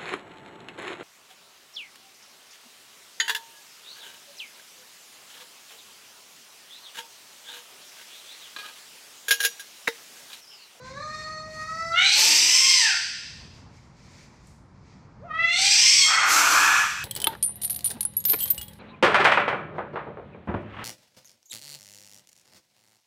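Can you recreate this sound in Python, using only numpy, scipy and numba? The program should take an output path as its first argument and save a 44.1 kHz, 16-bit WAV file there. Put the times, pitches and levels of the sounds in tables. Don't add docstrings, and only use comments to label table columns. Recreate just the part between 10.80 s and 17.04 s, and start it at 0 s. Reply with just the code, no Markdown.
import sys
import numpy as np
from scipy import signal
from scipy.io import wavfile
from scipy.ndimage import uniform_filter1d
from numba import njit

SR = 44100
rng = np.random.default_rng(int(sys.argv[2]) if len(sys.argv) > 2 else 0)


def master(y):
    cut = np.clip(np.atleast_2d(y).T, -1, 1)
    pcm = np.round(cut * 32767)
    wavfile.write(sys.argv[1], SR, pcm.astype(np.int16))


N = 275168
CUTOFF_HZ = 16000


def amp(db):
    return 10 ** (np.asarray(db) / 20)


def rms_one(x):
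    return x / np.sqrt(np.mean(x ** 2) + 1e-20)


def evened(x):
    return x / np.sqrt(uniform_filter1d(x ** 2, size=2048) + 1e-12)


def in_time(rows):
    s, *columns = np.transpose(rows)
    return [np.interp(np.arange(N) / SR, s, c) for c in columns]


def sounding(rows, fade_s=0.015):
    start_s, end_s = rows[0][0], rows[-1][0]
    return in_time([(start_s - fade_s, 0), (start_s, 1), (end_s, 1), (end_s + fade_s, 0)])[0]


def bump(at_s, spread_s, rise_share=1):
    late = (np.arange(N) / SR - at_s) / spread_s
    return np.exp(-.5 * np.where(late < 0, late / rise_share, late) ** 2)


def drift(rate_hz):
    r = np.exp(-2 * np.pi * rate_hz / SR)
    settled = signal.lfilter([1], [1, -2 * r, r * r], rng.standard_normal(N + SR))[SR:]
    return rms_one(settled)


def at_hz(points, hz):
    return np.interp(np.log(hz), np.log(np.array(points)[:, 0]), np.array(points)[:, 1])


def band_pass(x, low_hz, high_hz):
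    return signal.sosfilt(signal.butter(2, [low_hz, high_hz], "band", fs=SR, output="sos"), x)


EDGES_HZ = 22 * 2 ** np.arange(0, 9.8, .4)


def bands(size):
    white = rng.standard_normal((2, size))
    for k, (low, high) in enumerate(zip(EDGES_HZ, EDGES_HZ[1:])):
        yield np.sqrt(low * high), band_pass(white[k % 2], low, high)


def coloured(spectrum, patchy_db):
    closed = [(spectrum[0][0] / 2, spectrum[0][1] - 30)] + list(spectrum)
    noise = sum(amp(at_hz(closed, hz)) * band for hz, band in bands(N))
    return rms_one(amp(patchy_db * drift(7)) * noise)


@njit
def resonate(x, hz, width, rate):
    out = np.zeros(len(x))
    for i in range(2, len(x)):
        r = np.exp(-np.pi * width[i] / rate)
        driven = (1 - r * r) / 2 * (x[i] - x[i - 2])
        out[i] = driven + 2 * r * np.cos(2 * np.pi * hz[i] / rate) * out[i - 1] - r * r * out[i - 2]
    return out


def steady(x, hz, width_hz):
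    return resonate(x, np.full(N, float(hz)), np.full(N, float(width_hz)), SR)


def twice(x, hz, width_hz):
    return resonate(resonate(x, hz, width_hz, SR), hz, 2 * width_hz, SR)


# (per Hz, relative)
RUMBLE_COLOUR = [(15, -49), (25, -14.5), (54, -7.5), (142, -6.5), (421, -25), (464, -19), (600, -29.5),
                 (637, -31), (746, -25.5), (945, -23.5), (2000, -37), (2170, -40), (2800, -54),
                 (3640, -67.5), (6160, -120)]
# time_s, level_db
RUMBLE_LEVEL = [(0, -49), (2, -47.5), (4, -51), (5.2, -44), (5.8, -42), (6.24, -43)]


def street_rumble():
    return amp(in_time(RUMBLE_LEVEL)[0]) * coloured(RUMBLE_COLOUR, patchy_db=0.9)


# (per Hz, relative)
HISS_COLOUR = [(880, -24.5), (1500, -12), (1950, 10.5), (2480, -8.5), (5400, 0), (7720, -6), (10000, -16.5),
               (11900, -27.5), (15000, -18)]
# peak_s, fall_spread_s, low_level_db, treble_level_db
HISS_SWELLS = [(0.08, 0.089, -53.5, -70), (0.38, 0.168, -52.5, -64), (0.85, 0.201, -54.5, -58),
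               (2.4, 0.23, -62.5, -69.5), (2.76, 0.0378, -64.5, -78), (2.98, 0.0897, -64, -76.5),
               (3.33, 0.1673, -55.5, -68.5), (3.69, 0.068, -71.5, -69.5), (4.102, .1, -68, -94)]
HISS_SPLIT_HZ = 6540
HISS_REST_DB, HISS_REST_TREBLE_DB = -73, -106
SWELL_RISE_SHARE = .45


def swelling_hiss():
    low_gain, treble_gain = amp(HISS_REST_DB), amp(HISS_REST_TREBLE_DB)
    for peak_s, spread_s, low_db, treble_db in HISS_SWELLS:
        swell = bump(peak_s, spread_s, SWELL_RISE_SHARE)
        low_gain = low_gain + amp(low_db) * swell
        treble_gain = treble_gain + amp(treble_db) * swell
    hiss = coloured(HISS_COLOUR, patchy_db=1.5)
    low, treble = (rms_one(signal.sosfilt(signal.butter(4, HISS_SPLIT_HZ, side, fs=SR, output="sos"), hiss))
                   for side in ("low", "high"))
    return low_gain * low + treble_gain * treble


# centre_hz, width_hz, level_db (against the mouth, jaw fully open)
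HEAD_RESONANCES = [(5965, 1356, -3.5), (7447, 1217, -7.5), (12040, 4900, -19.5)]
HEAD_LOW_HZ, TREBLE_CUT_HZ = 4350, 10030
SHUT_JAW_DB, NOSE_LIFT_DB = -27, 14
SHUT_WIDTH_SHARE = 0.77
SHUT_TILT, HUM_TILT = 1.5, .3
CHEEK_HZ, CHEEK_WIDTH_HZ = 3224, 1200
NOSE_DIP_HZ, NOSE_DIP_WIDTH_HZ = 2900, 1300
STUMBLE_DB = 7


def voice(call, rough, opening, nasal, mouth_db, blare_db, throat_width_hz, mouth_width_hz, cheek_db):
    pitch_hz, throat_hz, mouth_hz, level_db, first_db = in_time(call)
    wobble = .003 * drift(12) + rough * (.025 * drift(40) + .03 * drift(250))
    phase = 2 * np.pi * np.cumsum(pitch_hz * (1 + wobble)) / SR
    fundamental = np.sqrt(2) * np.cos(phase)
    tilt = (SHUT_TILT * (1 - nasal) + HUM_TILT * nasal) * (1 - opening)
    pulses = sum(np.cos(k * phase) * (k * pitch_hz < CUTOFF_HZ) * (k / 2) ** -tilt for k in range(2, 23))
    breath = rng.standard_normal(N) * np.sqrt(SR / pitch_hz) * (1 + .5 * np.cos(phase)) / 2
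    source = (1 - rough) * pulses + rough * breath
    for _ in range(2):
        source = source - nasal * steady(source, NOSE_DIP_HZ, NOSE_DIP_WIDTH_HZ)

    throat = twice(source, throat_hz, np.full(N, throat_width_hz))
    jaw_width_share = SHUT_WIDTH_SHARE + (1 - SHUT_WIDTH_SHARE) * opening
    mouth = twice(source, mouth_hz, mouth_width_hz * jaw_width_share)
    head = sum(amp(db) * twice(source, np.full(N, 1. * hz), np.full(N, 1. * width))
               for hz, width, db in HEAD_RESONANCES)
    head_gain = amp((SHUT_JAW_DB + NOSE_LIFT_DB * nasal) * (1 - opening))
    mouth -= head_gain * band_pass(head, HEAD_LOW_HZ, TREBLE_CUT_HZ)
    cheeks = twice(source, np.full(N, 1. * CHEEK_HZ), np.full(N, 1. * CHEEK_WIDTH_HZ))
    mouth -= amp(cheek_db) * opening * cheeks

    open_share = np.minimum(amp(mouth_db), .95)
    throat_share = np.sqrt(1 - open_share ** 2)
    upper = amp(blare_db) * throat_share * evened(throat) + open_share * evened(mouth)
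    flutter = amp(1.635 * drift(50))
    first_gain = amp(first_db + STUMBLE_DB * rough * drift(25))
    return sounding(call) * (flutter * amp(level_db) * upper + first_gain * fundamental)


# time_s, pitch_hz, throat_hz, mouth_hz, level_db, fundamental_db
TABBY_YOWLS = [
    [(0, 500, 1020, 4133, -49.5, -47.5), (0.138, 538.1, 1204, 3800, -49, -48),
     (0.229, 610, 1248, 4100, -40, -50), (0.43, 621.9, 1287, 4217, -40, -48.5),
     (0.7, 625, 1448, 4054, -50, -40.5), (0.83, 628.8, 1376, 4500, -42, -60.5),
     (0.98, 655.4, 1370, 4800, -39.5, -45.5), (1.12, 665.9, 1290, 4834, -32.5, -43),
     (1.14, 669.9, 1367, 2730, -24.5, -39), (1.2, 743.9, 2240, 2990, -15.5, -42),
     (1.28, 806.2, 2340, 4270, -15.5, -39), (1.45, 894.5, 2290, 4850, -14, -38),
     (1.64, 974, 2380, 5120, -12, -41.5), (1.8, 1080, 2381, 5230, -10.5, -36.5),
     (1.95, 1049, 2280, 4755, -10.5, -33), (2.051, 879.1, 1940, 4736, -11.5, -32.5),
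     (2.14, 694.3, 1499, 4913, -25.5, -44.5)],
    [(4.41, 442, 1220, 2535, -74.5, -55), (4.455, 711.8, 1318, 2005, -57, -42),
     (4.502, 616.2, 1264, 2450, -43.5, -58), (4.602, 662.7, 2114, 3080, -28, -47.5),
     (4.731, 697.8, 2360, 3730, -21.5, -39.5), (4.82, 786, 2170, 4510, -17.5, -38),
     (4.949, 843.6, 2240, 4890, -12.5, -39.5), (5.03, 1031, 2415, 5257, -10.5, -39.5),
     (5.149, 1132, 2255, 4896, -9, -41), (5.19, 1102, 2252, 5013, -9.5, -37),
     (5.24, 1088, 2190, 3352, -11, -32), (5.46, 1077, 2010, 3340, -29.5, -34)],
]
# jaw_opens_s, full_scream_s, slackens_s, hummed (through the nose before, 0-1),
# break_suddenness (exponent)
YOWL_STAGES = [(1.12, 1.34, 1.92, 1, 1.2), (4.6, 4.81, 5.14, 0, 3.5)]
# peak_s, spread_s, gain_db
THROAT_BLARES = [(0.179, 0.0092, 6), (0.81, .03, 5.5), (0.894, 0.0094, 10), (1.017, 0.019, 6.5),
                 (1.121, 0.0072, 9), (4.514, 0.0071, 15), (4.549, 0.0072, 8), (4.616, 0.0177, 6.5)]
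CLEAR, SCREAM, SLACK = .03, .55, .25
SLACKEN_S, NOSE_SHUTS_S = .08, .05
SLACK_JAW = .6
OPEN_MOUTH_DB = -0.53
HUM_MOUTH_DB, SHUT_MOUTH_DB, SLACK_MOUTH_DB = -9, -18, -10.5


def tabby():
    out = 0
    blare_db = sum(db * bump(s, spread_s) for s, spread_s, db in THROAT_BLARES)
    for call, (opens, full, slackens, hummed, sudden) in zip(TABBY_YOWLS, YOWL_STAGES):
        opening, strain, fading = in_time([
            (opens, 0, SCREAM, 0), (full, 1, SCREAM, 0), (slackens, 1, SCREAM, 0),
            (slackens + SLACKEN_S, 1, SLACK, 0), (call[-1][0], 1, SLACK, 1)])
        rough = CLEAR + (strain - CLEAR) * opening ** sudden
        shut_db = HUM_MOUTH_DB if hummed else SHUT_MOUTH_DB
        mouth_db = OPEN_MOUTH_DB + shut_db * (1 - opening) ** 2 + SLACK_MOUTH_DB * fading
        nasal, = in_time([(opens, hummed), (opens + NOSE_SHUTS_S, 0)])
        jaw = opening - (1 - SLACK_JAW) * fading
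        out = out + voice(call, rough, jaw, nasal, mouth_db, blare_db,
                          throat_width_hz=708.0, mouth_width_hz=632.0, cheek_db=-11.0)
    return out


# pitch_hz, t60_s
HALL_DECAY = [(300, 0.38), (600, 0.4366), (1300, 0.5974), (3500, 0.929), (9000, 0.72), (15000, .6)]
HALL_DB = 1


def hall(x):
    t = np.arange(int(1.5 * SR)) / SR
    tail = sum(band * amp(-60 * t / at_hz(HALL_DECAY, hz)) for hz, band in bands(len(t)))
    tail = tail * np.minimum(t / 0.0057, 1)
    return signal.fftconvolve(x, tail / np.sqrt(np.sum(tail ** 2)))[:N]


# (per Hz, relative)
SPIT_TONE = [(300, 0.5), (1000, 2), (3300, 0), (6000, 13.5), (9000, -2), (12000, 1), (15500, -7)]
# start_s, length_s, hiss_db, growl_db
CAT_SPITS = [(1.336, .6, -16, -41.5), (5.449, 0.571, -13, -35.5)]
SPIT_ATTACK_S = 0.0471
SPIT_FADE_DB = 25
GROWL_HZ, GROWL_STUTTER_DB = 303.6, 4
GROWL_PEAK_S, GROWL_SPREAD_S = 0.2063, .1


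def spits():
    hiss = coloured(SPIT_TONE, patchy_db=2.0)
    growl = rms_one(steady(rng.standard_normal(N), GROWL_HZ, width_hz=14))
    growl = growl * amp(GROWL_STUTTER_DB * drift(8.7))
    out = np.zeros(N)
    for s, length, hiss_db, growl_db in CAT_SPITS:
        burst = [(s, hiss_db - 21.5), (s + SPIT_ATTACK_S, hiss_db),
                 (s + length, hiss_db - SPIT_FADE_DB * length)]
        out += sounding(burst) * amp(in_time(burst)[0]) * hiss
        out += amp(growl_db) * bump(s + GROWL_PEAK_S, GROWL_SPREAD_S) * growl
    return out


# time_s, click_db (before the resonances)
BRIGHT_TICK = [(3.6724, -26.5)]


def tick():
    clicks = np.zeros(N)
    for s, db in BRIGHT_TICK:
        clicks[round(s * SR)] = amp(db)
    ring = steady(steady(clicks, hz=7850, width_hz=3000), hz=7903, width_hz=5000)
    return ring + hall(ring)


# time_s, pitch_hz, throat_hz, mouth_hz, level_db, fundamental_db
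CAT_SCREECH = [(5.26, 621.8, 1163, 1870, -28.5, -46.5), (5.29, 635.5, 1243, 1850, -13.5, -53),
               (5.36, 666.7, 1360, 1903, -13.5, -57.5), (5.43, 609.1, 1348, 1917, -13.5, -41.5),
               (5.501, 620, 1330, 2030, -14, -48), (5.649, 702.5, 1197, 2198, -12, -45),
               (5.73, 727.4, 1206, 2210, -14, -65), (5.761, 834.6, 1288, 2148, -11.5, -63),
               (5.95, 856.3, 1352, 2204, -11, -62), (6.041, 865.2, 1350, 2320, -21.5, -61.5)]
SCREECH_ROUGH, SCREECH_JAW = .58, 0.777
SCREECH_MOUTH_DB, SCREECH_WAVER_DB = -10, 1


def screech():
    return voice(CAT_SCREECH, SCREECH_ROUGH, np.full(N, SCREECH_JAW), 0, SCREECH_MOUTH_DB,
                 SCREECH_WAVER_DB * drift(11), throat_width_hz=617.0, mouth_width_hz=389.0, cheek_db=-29.5)


def scene():
    background = street_rumble() + swelling_hiss() + tick()
    cats = tabby() + spits() + screech()
    return (cats + amp(HALL_DB) * hall(cats) + background)[None]


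MIC_LOW_HZ = 50.46
GAIN_KNEE_DB, GAIN_LAG_S = -35.5, 0.1423
GAIN_SHARE = 0.3691


def record(dry):
    dry = signal.sosfilt(signal.butter(2, MIC_LOW_HZ, "high", fs=SR, output="sos"), dry)
    level_db = 10 * np.log10(uniform_filter1d(dry[0] ** 2, size=2048) + 1e-12)
    wanted_cut_db = GAIN_SHARE * np.maximum(level_db - GAIN_KNEE_DB, 0)
    r = np.exp(-1 / (GAIN_LAG_S * SR))
    cut_db = signal.lfilter([1 - r], [1, -r], wanted_cut_db)
    return signal.sosfilt(signal.cheby2(16, 70, CUTOFF_HZ, fs=SR, output="sos"), dry * amp(-cut_db))


dry = scene()
out = record(dry)
master(out)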